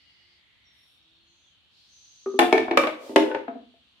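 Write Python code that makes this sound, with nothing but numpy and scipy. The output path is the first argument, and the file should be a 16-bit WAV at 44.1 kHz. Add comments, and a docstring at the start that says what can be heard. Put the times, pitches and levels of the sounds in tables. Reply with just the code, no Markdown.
"""A quiet room hisses, with faint far-off whistles, low hoots and the rustle of a sleeve.
After about two seconds a die drops into a wooden dice tower on a table. It knocks and rattles on the
top baffle, a side wall, the middle baffle and the ramp, rolls over the sill and bounces softly on a
felt-lined tray. Each blow makes a short clack and rings the modes of the board it strikes;
the table thumps faintly and the small room reverberates."""
import sys
import numpy as np
from scipy import signal
from scipy.fft import rfft, irfft
from scipy.io import wavfile

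SR = 44100
rng = np.random.default_rng(int(sys.argv[2]) if len(sys.argv) > 2 else 0)


def waveform_to_disk(signal):
    """Save audio, clipped to [-1, 1], as 16-bit WAV at the path in sys.argv[1]."""
    frames = np.transpose(np.atleast_2d(signal))
    scaled = np.clip(frames, -1, 1) * 32767
    samples = np.round(scaled).astype(np.int16)
    wavfile.write(sys.argv[1], SR, samples)


N = 176400
TIME = np.arange(N) / SR

# Background spectrum: freq_hz, relative_density_db
HISS_SPECTRUM = [(15, -44.5), (25, -25), (64, 2.5), (206, -8.5), (293, -8.5), (416, -15), (624, -14.5),
                 (1700, -12), (2050, -13), (3160, -0.5), (4400, -8), (5000, -20.5), (16000, -40.5)]
# Background drift: time_s, level_db (before HISS_TRIM_DB)
HISS_DRIFT = [(0.0, -63.5), (2.87, -64), (4.0, -62.5)]
# Far whistles: start_s, release_s, level_db, first_hz, final_hz, blur_hz
WHISTLES = [(-.1, .2, -64, 2900, 2897, 9.2), (.63, 0.854, -69, 5700, 5465, 73),
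            (1.12, 1.3, -70, 4260, 4220, 17), (1.41, 1.52, -66, 4150, 2950, 90),
            (1.75, 1.86, -70.5, 4750, 4050, 80)]
# Low hoots: start_s, end_s, level_db, first_hz, last_hz
HOOTS = [(0.107, 0.457, -78.5, 349, 355), (0.958, 1.446, -74.5, 316, 347.6)]
# Friction of the sleeve, and of the die on a baffle: start_s, end_s, level_db, centre_hz, half_width_oct
SLEEVE_RUSTLES = [(-.15, 0.466, -66.5, 4560, 0.13), (-.15, 0.926, -68.5, 2060, 0.17),
                  (0.58, 1.29, -67, 3650, 0.088), (0.683, 1.05, -76, 10200, 0.29),
                  (1.21, 1.602, -73, 6300, 0.1), (1.672, 2.49, -62, 4160, 0.26),
                  (1.852, 2.49, -58, 6150, 0.062)]
DIE_SLIDE = (2.95, 3.22, -53, 3400, 1.05)
# Left-right likeness: freq_hz, correlation
AIR_CORRELATION = [(60, 0.27), (500, .5), (2000, 0.067), (8000, 0.035)]
ROOM_CORRELATION = [(200, 1), (600, 0.38), (1500, 0.27), (5000, 0.24)]
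CLACK_CORRELATION = [(100, 0.13), (500, .92), (1200, -0.8), (2500, 0.07), (5000, -0.63), (15000, 0.14)]
# Spectra of reverberation and clacks: freq_hz, relative_db
ROOM_SPECTRUM = [(200, -0.5), (800, -5), (2000, -5), (4000, -3.5), (8000, -3.5), (15000, -3.5)]
WOOD_CLACK = [(250, -21), (650, -1.5), (1200, -6), (2200, -6.5), (3500, -16), (5500, -26.5), (9000, -27),
              (15000, -27)]
FELT_CLACK = [(250, -5.5), (700, 2.5), (1300, 0), (2200, -9), (15000, -46.5)]
# Their decay: freq_hz, t60_s
ROOM_DECAY = [(250, 0.44), (800, 0.34), (3000, 0.44), (7000, 0.36), (15000, .44)]
CLACK_DECAY = [(250, 0.09), (1000, 0.056), (2500, 0.046), (6000, 0.033), (15000, 0.045)]
# Modes of the table under the tower: pitch_hz, relative_db, t60_s
TABLE_MODES = [(72, -50, .1), (105, -45, 0.043), (122, -47.5, 0.093)]
# Board modes: pitch_hz, relative_db
MOUTH_MODES = [(253, -26.5), (392, -14.5), (1170, -30), (1245, -28.5)]
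TOP_MODES = [(261, -13.5), (346, -17), (438, -17.5), (483, -21.5), (647, -24), (722, -12.5), (763, -26),
             (827, -13), (868, -38.5), (1050, -26), (1740, -29), (1772, -26.5), (2818, -35), (3480, -23.5)]
WALL_MODES = [(262, -22.5), (344, -19), (390, -22.5), (440, -22.5), (645, -22), (680, -24.5), (722, -22),
              (760, -19.5), (857, -24.5), (1771, -26), (2228, -20), (2270, -23.5), (2350, -32), (4100, -36)]
MIDDLE_MODES = [(257, -21.5), (311, -21), (480, -25), (511, -16.5), (561, -15), (608, -21), (636, -20.5),
                (1130, -18.5), (1168, -22.5), (1213, -16.5), (1243, -19.5), (1758, -28), (2186, -25.5),
                (2309, -25.5), (2335, -19.5)]
RAMP_MODES = [(262, -12.5), (317, -10), (402, -16.5), (484, -18.5), (510, -14.5), (559, -17), (647, -19.5),
              (676, -24.5), (889, -17), (921, -27.5), (1962, -19.5), (1993, -24), (2121, -25),
              (3007, -20.5)]
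SILL_MODES = [(327, -25), (426, -15), (511, -13), (560, -22.5), (885, -17.5), (907, -21.5), (1500, -16),
              (1702, -25)]
TRAY_MODES = [(249, -24), (484, -33.5), (684.5, -19)]
# Blows of the die: start_s, strength_db, contact_cutoff_hz (low for a soft touch)
MOUTH_HITS = [(2.2605, 0, 1523), (2.3405, 0.0095, 558)]
TOP_HITS = [(2.3903, 0.5, 11260), (2.405, -15.5, 1770), (2.416, -10, 5000), (2.426, -6.5, 2024)]
WALL_HITS = [(2.5268, 2.5, 7000), (2.556, -10, 3000), (2.5788, -2.5, 5500), (2.6265, -20.5, 3500),
             (2.654, -23, 3000), (2.6815, -7, 1200), (2.7112, -4.5, 3510), (2.734, -9, 1200)]
MIDDLE_HITS = [(2.773, 2.5, 8670), (2.805, -17.5, 4500), (2.836, -7.5, 2800), (2.8708, -10, 5000)]
RAMP_HITS = [(3.094, -15.5, 490), (3.16, 2.5, 7900)]
SILL_HITS = [(3.314, -16.5, 2500), (3.347, -10.5, 3520), (3.364, -16.5, 1100)]
TRAY_HITS = [(3.4805, -1, 2200), (3.555, -1, 300), (3.608, -11, 220), (3.74, -19.5, 317)]
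# Rolls of the die: start_s, end_s, strength_db, contact_cutoff_hz
WALL_ROLLS = [(2.46, 2.76, -22, 750)]
MIDDLE_ROLLS = [(2.79, 2.87, -29, 1392), (2.96, 3.09, -28, 578)]
RAMP_ROLLS = [(3.1, 3.14, -24, 507)]
SILL_ROLLS = [(3.23, 3.35, -21, 914)]

HISS_TRIM_DB = -0.5
MODE_SPREAD_DB, MODE_PAN_DB, LEFT_DB = 4, 1.74, 0.56
TREBLE_DAMPING_HZ = 2200  # joints damp high modes: decay is twice as fast here
# After a light blow the die lingers, damping and detuning the board.
RING_DB_PER_DB, LIGHT_BLOW_DB, DETUNE_RATIO = 0.25, -10, .009


def from_db(db):
    """Decibels to gain."""
    return 10 ** (np.asarray(db) / 20)


def at_hz(points, hz):
    """Table lookup on a log-frequency axis."""
    points_hz, values = np.transpose(points)
    return np.interp(np.log(hz), np.log(points_hz), values)


def butter(x, hz, kind, order=2):
    """Causal Butterworth filter."""
    sos = signal.butter(order, np.clip(hz, 10, .45 * SR), kind, fs=SR, output="sos")
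    return signal.sosfilt(sos, x)


def add(out, start_s, sound):
    """Mix a sound in at start_s."""
    i = int(start_s * SR)
    out[:, i:i + sound.shape[1]] += sound[:, :N - i]


def stereo(pair, correlation):
    """Two independent signals to correlated left and right."""
    correlation = np.clip(correlation, -.99, .99)
    mid = np.sqrt((1 + correlation) / 2) * pair[0]
    side = np.sqrt((1 - correlation) / 2) * pair[1]
    return np.array([mid + side, mid - side])


def steady_noise(gain_at):
    """Stereo noise, rms 1, shaped by gain_at(hz)."""
    hz = np.maximum(np.arange(N // 2 + 1) * SR / N, 1)
    white = stereo(rfft(rng.standard_normal((2, N))), at_hz(AIR_CORRELATION, hz))
    noise = irfft(white * gain_at(hz), N)
    return noise / np.std(noise)


def dying_noise(spectrum, decay, correlation, samples):
    """Dense modes as half-octave noise bands, each with its own energy and decay."""
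    t, out = TIME[:samples], 0
    edges_hz = np.geomspace(125, 16000, 15)
    for low_hz, high_hz in zip(edges_hz, edges_hz[1:]):
        hz = np.sqrt(low_hz * high_hz)
        burst = rng.standard_normal((2, samples)) * from_db(-60 * t / at_hz(decay, hz))
        band = butter(burst, [low_hz, high_hz], "band")
        band *= np.sqrt(2 * (high_hz - low_hz) / SR / np.sum(band ** 2, axis=1, keepdims=True))
        out += from_db(at_hz(spectrum, hz)) * stereo(band, at_hz(correlation, hz))
    return out


def swell(start_s, end_s, fade_s=.13):
    """Smooth fade in, hold, fade out."""
    ramp = np.clip(np.minimum(TIME - start_s, end_s - TIME) / fade_s, 0, 1)
    return np.sin(np.pi / 2 * ramp) ** 2


def swish(start_s, end_s, level_db, centre_hz, half_width_oct):
    """Friction: a noise band that swells and fades."""
    band = steady_noise(lambda hz: 1 / (1 + (np.log2(hz / centre_hz) / half_width_oct) ** 2))
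    return from_db(level_db) * swell(start_s, end_s) * band


def hiss():
    """Room background: faint rumble and hiss."""
    level_db = np.interp(TIME, *np.transpose(HISS_DRIFT)) + HISS_TRIM_DB
    return from_db(level_db) * steady_noise(lambda hz: from_db(at_hz(HISS_SPECTRUM, hz)))


def hoots():
    """Very faint low gliding tones, perhaps a dove outside."""
    out = 0
    for start_s, end_s, level_db, first_hz, last_hz in HOOTS:
        pitch_hz = np.interp(TIME, [start_s, end_s], [first_hz, last_hz])
        out += from_db(level_db) * swell(start_s, end_s) * np.sin(2 * np.pi * np.cumsum(pitch_hz) / SR)
    return out


def whistles(attack_s=.048, slide_s=.05, t60_s=.9):
    """Thin far whistles, perhaps birds: each slides down to its note, holds and dies away."""
    out = 0
    for start_s, release_s, level_db, first_hz, final_hz, blur_hz in WHISTLES:
        age_s = np.maximum(TIME - start_s, 0)
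        pitch_hz = final_hz + (first_hz - final_hz) * np.exp(-age_s / slide_s)
        phase = 2 * np.pi * np.cumsum(pitch_hz) / SR
        decay_db = 60 * np.maximum(TIME - release_s, 0) / t60_s
        envelope = np.minimum(age_s / attack_s, 1) * from_db(level_db - decay_db)
        blur = signal.hilbert(steady_noise(lambda hz: 1 / (1 + (hz / blur_hz) ** 2)))
        out += envelope * np.real(blur * np.exp(1j * phase))
    return out


def sleeve():
    """Faint swishes of rubbing cloth."""
    return sum(swish(*rustle) for rustle in SLEEVE_RUSTLES)


def room(x, onset_s=.013):
    """Small-room reverberation, swelling as the first reflections arrive."""
    tail = dying_noise(ROOM_SPECTRUM, ROOM_DECAY, ROOM_CORRELATION, samples=SR * 3 // 4)
    tail *= np.minimum(TIME[:tail.shape[1]] / onset_s, 1) ** 2
    return signal.fftconvolve(x, tail, axes=1)[:, :N]


def table_thumps():
    """Blows on wood excite the table's deep modes."""
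    t, out = TIME[:SR // 3], np.zeros((2, N))
    modes = sum(from_db(db - 60 * t / t60_s) * np.sin(2 * np.pi * hz * t)
                for hz, db, t60_s in TABLE_MODES)
    thump = butter(modes, 45, "high")[None]
    for start_s, strength_db, _ in TOP_HITS + WALL_HITS + MIDDLE_HITS + RAMP_HITS + SILL_HITS:
        add(out, start_s, from_db(strength_db) * thump)
    return out


def rolling(rolls, bumps_per_s=100, max_bumps=64):
    """The die bumps over its edges at uneven intervals; returns hits."""
    bumps = []
    for start_s, end_s, strength_db, cutoff_hz in rolls:
        jitter = rng.uniform(-.4, .4, max_bumps)
        times_s = start_s + (np.arange(max_bumps) + jitter) / bumps_per_s
        strengths_db = rng.normal(strength_db, 2, max_bumps)
        bumps += [(s, db, cutoff_hz) for s, db in zip(times_s, strengths_db) if s < end_s]
    return bumps


def board(hits, modes, clack_spectrum, ring_db, clack_db, bass_t60_s):
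    """Each blow excites a random mix of modes and a short clack; soft contact dulls both."""
    t, out = TIME[:SR // 3], np.zeros((2, N))
    mode_hz, mode_db = np.transpose(modes)[:, :, None]
    t60_s = bass_t60_s / (1 + mode_hz / TREBLE_DAMPING_HZ)
    envelopes = from_db(mode_db + ring_db - 60 * t / t60_s)
    pan_db = MODE_PAN_DB * rng.standard_normal(len(modes)) * np.array([[1], [-1]])
    clacks = [dying_noise(clack_spectrum, CLACK_DECAY, CLACK_CORRELATION, SR // 8) for _ in range(4)]
    mix, tuning = rng.standard_normal((2, 160, len(modes)))  # up to 160 blows
    for k, (start_s, strength_db, cutoff_hz) in enumerate(hits):
        lightness = np.clip(strength_db / LIGHT_BLOW_DB, 0, 1)
        detune = DETUNE_RATIO * lightness * tuning[k][:, None]
        rings = envelopes * np.sin(np.float32(2 * np.pi * mode_hz * (1 + detune) * t))
        blow = from_db(pan_db + MODE_SPREAD_DB * mix[k] + RING_DB_PER_DB * strength_db) @ rings
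        add(blow, 0, from_db(clack_db) * clacks[k % len(clacks)])
        add(out, start_s, from_db(strength_db) * butter(blow, cutoff_hz, "low"))
    return out


def tower(low_cut_hz=267):
    """The die strikes seven boards on its way down; small boards radiate little bass."""
    mouth = board(MOUTH_HITS, MOUTH_MODES, FELT_CLACK, ring_db=-8.5, clack_db=-2, bass_t60_s=.34)
    top = board(TOP_HITS, TOP_MODES, WOOD_CLACK, ring_db=-1.5, clack_db=29, bass_t60_s=.31)
    wall = board(WALL_HITS + rolling(WALL_ROLLS), WALL_MODES, WOOD_CLACK,
                 ring_db=-1, clack_db=20.5, bass_t60_s=.18)
    middle = board(MIDDLE_HITS + rolling(MIDDLE_ROLLS), MIDDLE_MODES, WOOD_CLACK,
                   ring_db=-4.5, clack_db=26, bass_t60_s=.23)
    ramp = board(RAMP_HITS + rolling(RAMP_ROLLS), RAMP_MODES, WOOD_CLACK,
                 ring_db=-2, clack_db=25.5, bass_t60_s=.19)
    sill = board(SILL_HITS + rolling(SILL_ROLLS), SILL_MODES, WOOD_CLACK,
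                 ring_db=2.5, clack_db=23.5, bass_t60_s=.15)
    tray = board(TRAY_HITS, TRAY_MODES, FELT_CLACK, ring_db=-2, clack_db=5, bass_t60_s=.12)
    return butter(mouth + top + wall + middle + ramp + sill + tray, low_cut_hz, "high", order=8)


def scene():
    """The tower, slightly left, in its room."""
    die = (tower() + table_thumps()) * from_db([[LEFT_DB], [-LEFT_DB]])
    return die + room(die) + swish(*DIE_SLIDE) + hiss() + sleeve() + whistles() + hoots()


def record(dry):
    """Soft peak limit, then a steep low-pass."""
    stop_hz, stop_db = 16600, 70
    rounded = dry / (1 + dry ** 6) ** (1 / 6)
    return signal.sosfilt(signal.cheby2(14, stop_db, stop_hz, fs=SR, output="sos"), rounded)


dry = scene()
out = record(dry)
waveform_to_disk(out)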